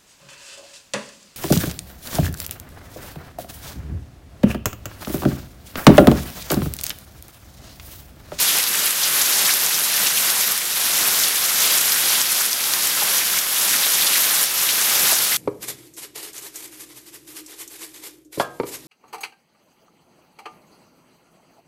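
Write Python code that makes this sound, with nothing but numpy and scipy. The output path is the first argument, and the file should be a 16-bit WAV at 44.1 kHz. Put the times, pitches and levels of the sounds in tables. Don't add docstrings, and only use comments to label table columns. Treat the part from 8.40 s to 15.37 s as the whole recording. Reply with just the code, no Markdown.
import sys
import numpy as np
from scipy import signal
from scipy.fft import rfft, irfft, next_fast_len
from scipy.io import wavfile
from scipy.ndimage import uniform_filter1d, map_coordinates

SR = 44100
rng = np.random.default_rng(int(sys.argv[2]) if len(sys.argv) > 2 else 0)


def dump(signal):
    limited = np.clip(np.atleast_2d(signal).T, -1, 1)
    pcm = np.round(limited * 32767).astype(np.int16)
    wavfile.write(sys.argv[1], SR, pcm)


N = 307377

# t/s, level of the near hiss/dB, level of the far body relative to the hiss/dB
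DOWNPOUR_STRENGTH = [(0.0, -17, -11), (0.44, -19.5, -8.5), (1.0, -17.5, -9), (1.5, -19.5, -10.1),
                     (1.68, -17.5, -9.5), (2.05, -19.5, -9.5), (2.34, -21, -9.5), (2.67, -18.5, -8.5),
                     (3.15, -19.5, -9.5), (3.23, -16.5, -10), (3.7, -18, -10), (4.22, -18.5, -9.5),
                     (4.52, -18, -9), (4.98, -19.5, -9.5), (6.1, -17.5, -10), (6.43, -19, -9.0),
                     (6.67, -16, -8.5), (6.97, -19.5, -10)]
# t/s, peak level of the tick/dB, f/Hz
HARD_DROPS = [(0.186, -1.5, 10950), (0.2398, -2, 5600), (0.4587, 0, 12000), (0.508, 1.5, 8500),
              (0.815, -2.5, 6100), (1.139, 0.5, 11000), (1.2636, 0.8, 6900), (1.3972, -0.5, 11700),
              (1.6708, 0.3, 6550), (1.9014, -2, 9200), (2.1201, -1.2, 12000), (2.1778, 2, 10300),
              (2.884, -0.2, 10000), (3.411, -0.6, 6900), (3.5212, 0.7, 5200), (3.8158, 2, 5950),
              (4.0626, 3, 10300), (4.1309, 3.5, 5200), (4.3369, 0.5, 5240), (4.4724, 0, 7700),
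              (4.7258, -3.5, 9800), (4.7818, 0, 6200), (4.9882, 1.3, 6500), (6.03, 3, 11500),
              (6.4135, -4, 6500), (6.7305, -1.8, 6000)]
# t/s, level/dB, centre f/Hz
FAT_DROPS = [(0.077, -22, 3900), (0.264, -19, 4000), (0.456, -20, 11500), (0.632, -17, 5450),
             (0.813, -19.5, 6540), (1.089, -19, 1850), (1.34, -17.5, 5450), (1.66, -20.5, 3000),
             (1.77, -20.5, 2900), (2.106, -22, 11500), (2.834, -19, 4300), (3.218, -21, 6000),
             (3.245, -22, 3500), (3.298, -19.5, 3500), (3.373, -17.5, 6570), (3.916, -15.5, 9540),
             (4.0, -20.5, 7900), (4.617, -24.5, 804), (5.334, -22, 2000), (5.43, -21.5, 3580),
             (5.534, -18.5, 6570), (5.665, -20, 4200), (5.728, -21, 3400), (6.009, -21, 11500),
             (6.286, -18, 3200), (6.72, -24.5, 726), (6.917, -21, 2140)]
# f/Hz, level per Hz/dB
WASH_COLOUR = [(20, -42), (45, -28), (70, -17), (130, -17), (270, -9.5), (350, -5.5), (430, -5.5),
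               (700, -3.5), (1500, 1), (2300, -1), (4000, -9.5), (9000, -6.5), (16000, -22)]
# f/Hz, level per Hz/dB
PATTER_COLOUR = [(40, -63), (300, -26), (1200, -15), (2300, -7), (3450, -2), (4500, -2.5), (5800, -1.95),
                 (8600, -5), (10500, -1.5), (12200, 0.5), (13300, -3), (15700, -12.5)]
# f/Hz, level per Hz/dB
PANEL_COLOUR = [(25, -48), (68, -20), (84, -10.5), (105, -12.5), (155, -2), (190, -1), (222, 0), (240, -8),
                (400, -9), (900, -22.5)]

TOP_HZ = 15800
SPLASH_RISE_S = 0.0059
DUCK_ABOVE_DB, DUCK_ATTACK_S, DUCK_RELEASE_S = -4, 0.033, 0.095


def amp(db):
    return 10 ** (np.asarray(db) / 20)


def unit(x):
    return x / np.sqrt(np.mean(x ** 2) + 1e-20)


def curves(rows):
    times_s, *columns = np.transpose(rows)
    return [np.interp(np.arange(N) / SR, times_s, column) for column in columns]


def wobble(rate):
    knots = rng.standard_normal(int(N * rate / SR) + 4)
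    return map_coordinates(knots, [np.arange(N) * rate / SR])


def filtered(x, response):
    size = next_fast_len(len(x) + 8192)
    spectrum = rfft(x, size) * response(np.fft.rfftfreq(size, 1 / SR))
    return irfft(spectrum, size)[:len(x)]


def coloured(x, colour):
    hz, db = np.transpose(colour)
    return unit(filtered(x, lambda f: amp(np.interp(np.log(f + 1), np.log(hz), db))))


def band(x, hz, octaves):
    return unit(filtered(x, lambda f: np.exp(-.5 * (np.log2((f + 1) / hz) / octaves) ** 2)))


def add(track, s, sound):
    part = track[max(round(s * SR), 0):][:len(sound)]
    part += sound[:len(part)]


def patchy(x, depth_db, size):
    z = signal.stft(x, nperseg=256)[2]
    field = rng.standard_normal(z.shape)
    for axis in (0, 1, 0, 1):
        field = uniform_filter1d(field, size[axis], axis, mode="wrap")
    gains = amp(depth_db * unit(field))
    return signal.istft(z * gains, nperseg=256)[1][:N]


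def impacts(count, life_s, spread_db, size=48):
    t = np.arange(size) / SR
    start, pitch, life, distance = rng.random((count, 4)).T[:, :, None]
    gain = amp(-spread_db * np.log(np.maximum(distance, 1 / 100)))
    tone = np.sin(np.pi * SR * pitch * t)
    rings = gain * tone * np.exp(-t / (life_s * (.5 + life)))
    places = (start * N).astype(int) + np.arange(size)
    return unit(np.bincount(places.ravel(), rings.ravel(), N)[:N])


def reflected(x, echo_db, count=8):
    out = x.copy()
    for delay_s in rng.uniform(.002, .03, count):
        add(out, delay_s, amp(echo_db) * x)
    return out


def far_wash(body_db):
    drops = rng.standard_normal(N) + amp(-8.5) * impacts(count=6000, life_s=0.00018, spread_db=1.0)
    roar = reflected(patchy(drops, depth_db=1.02, size=(4, 10)), echo_db=-27)
    return amp(body_db + 1.64) * coloured(roar, WASH_COLOUR)


def patter(hiss_db):
    fizz = amp(3.5) * rng.standard_normal(N)
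    drops = impacts(count=30000, life_s=0.00015, spread_db=3.0) + fizz
    clumps = patchy(drops, depth_db=0.97, size=(14, 5))
    return amp(hiss_db + 0.52 + 0.5 * wobble(70)) * coloured(clumps, PATTER_COLOUR)


def car_panels(body_db):
    return amp(body_db - 16.0 + 1.9 * wobble(10)) * coloured(rng.standard_normal(N), PANEL_COLOUR)


def hum():
    return amp(-64) * band(rng.standard_normal(N), hz=53.5, octaves=0.066)


def burst(hz, rise_s, octaves):
    t = np.arange(SR // 10) / SR
    droplets = rng.standard_normal(len(t)) * (rng.random(len(t)) < .15)
    swell = t / rise_s * np.exp(1 - t / rise_s)
    return band(droplets, hz, octaves) * swell


def splatter(hiss_db, count=130):
    out = np.zeros(N)
    for when, pitch, size, life in rng.random((count, 4)):
        spray = burst(1500 * 4.5 ** pitch, rise_s=0.0044 * (.5 + life), octaves=0.43)
        add(out, when * N / SR, amp(7.5 * (size - 1) + 4 * pitch) * spray)
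    return amp(hiss_db - 6.5) * out


def splashes():
    out = np.zeros(N)
    for s, db, hz in FAT_DROPS:
        octaves = .25 if hz < 1000 else .45
        add(out, s, amp(db) * burst(hz, SPLASH_RISE_S, octaves))
    return out


def near_drops(life_s=0.00016, spatter_s=0.0057, spatter_db=-20):
    out, t = np.zeros(N), np.arange(SR // 40) / SR
    for s, db, hz in HARD_DROPS:
        no_bass = signal.butter(2, hz / 2, "highpass", fs=SR)
        tick = signal.lfilter(*no_bass, np.sin(2 * np.pi * hz * t) * np.exp(-t / life_s))
        droplets = band(rng.laplace(size=len(t)), hz, octaves=.45)
        spatter = amp(spatter_db) * droplets * np.exp(-t / spatter_s)
        add(out, s, amp(db) * (tick / np.abs(tick).max() + spatter))
    return out


def gain_control(x):
    excess_db = np.maximum(20 * np.log10(np.abs(x) + 1e-9) - DUCK_ABOVE_DB, 1e-9)
    fade = np.arange(N) / SR / DUCK_RELEASE_S
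    held_db = np.exp(np.maximum.accumulate(np.log(excess_db) + fade, axis=-1) - fade)
    step = 1 / (DUCK_ATTACK_S * SR)
    duck_db = signal.lfilter([step], [1, step - 1], held_db)
    return x * amp(-duck_db)


def scene():
    hiss_db, body_rel_db = curves(DOWNPOUR_STRENGTH)
    body_db = hiss_db + body_rel_db
    sheets = far_wash(body_db) + patter(hiss_db) + splatter(hiss_db) + car_panels(body_db)
    return (sheets + hum() + splashes() + near_drops())[None]


def record(dry):
    ducked = gain_control(dry)
    rounded = ducked / (1 + np.abs(ducked / .72) ** 6) ** (1 / 6)
    return np.array([filtered(channel, lambda hz: hz < TOP_HZ) for channel in rounded])


dry = scene()
out = record(dry)
dump(out)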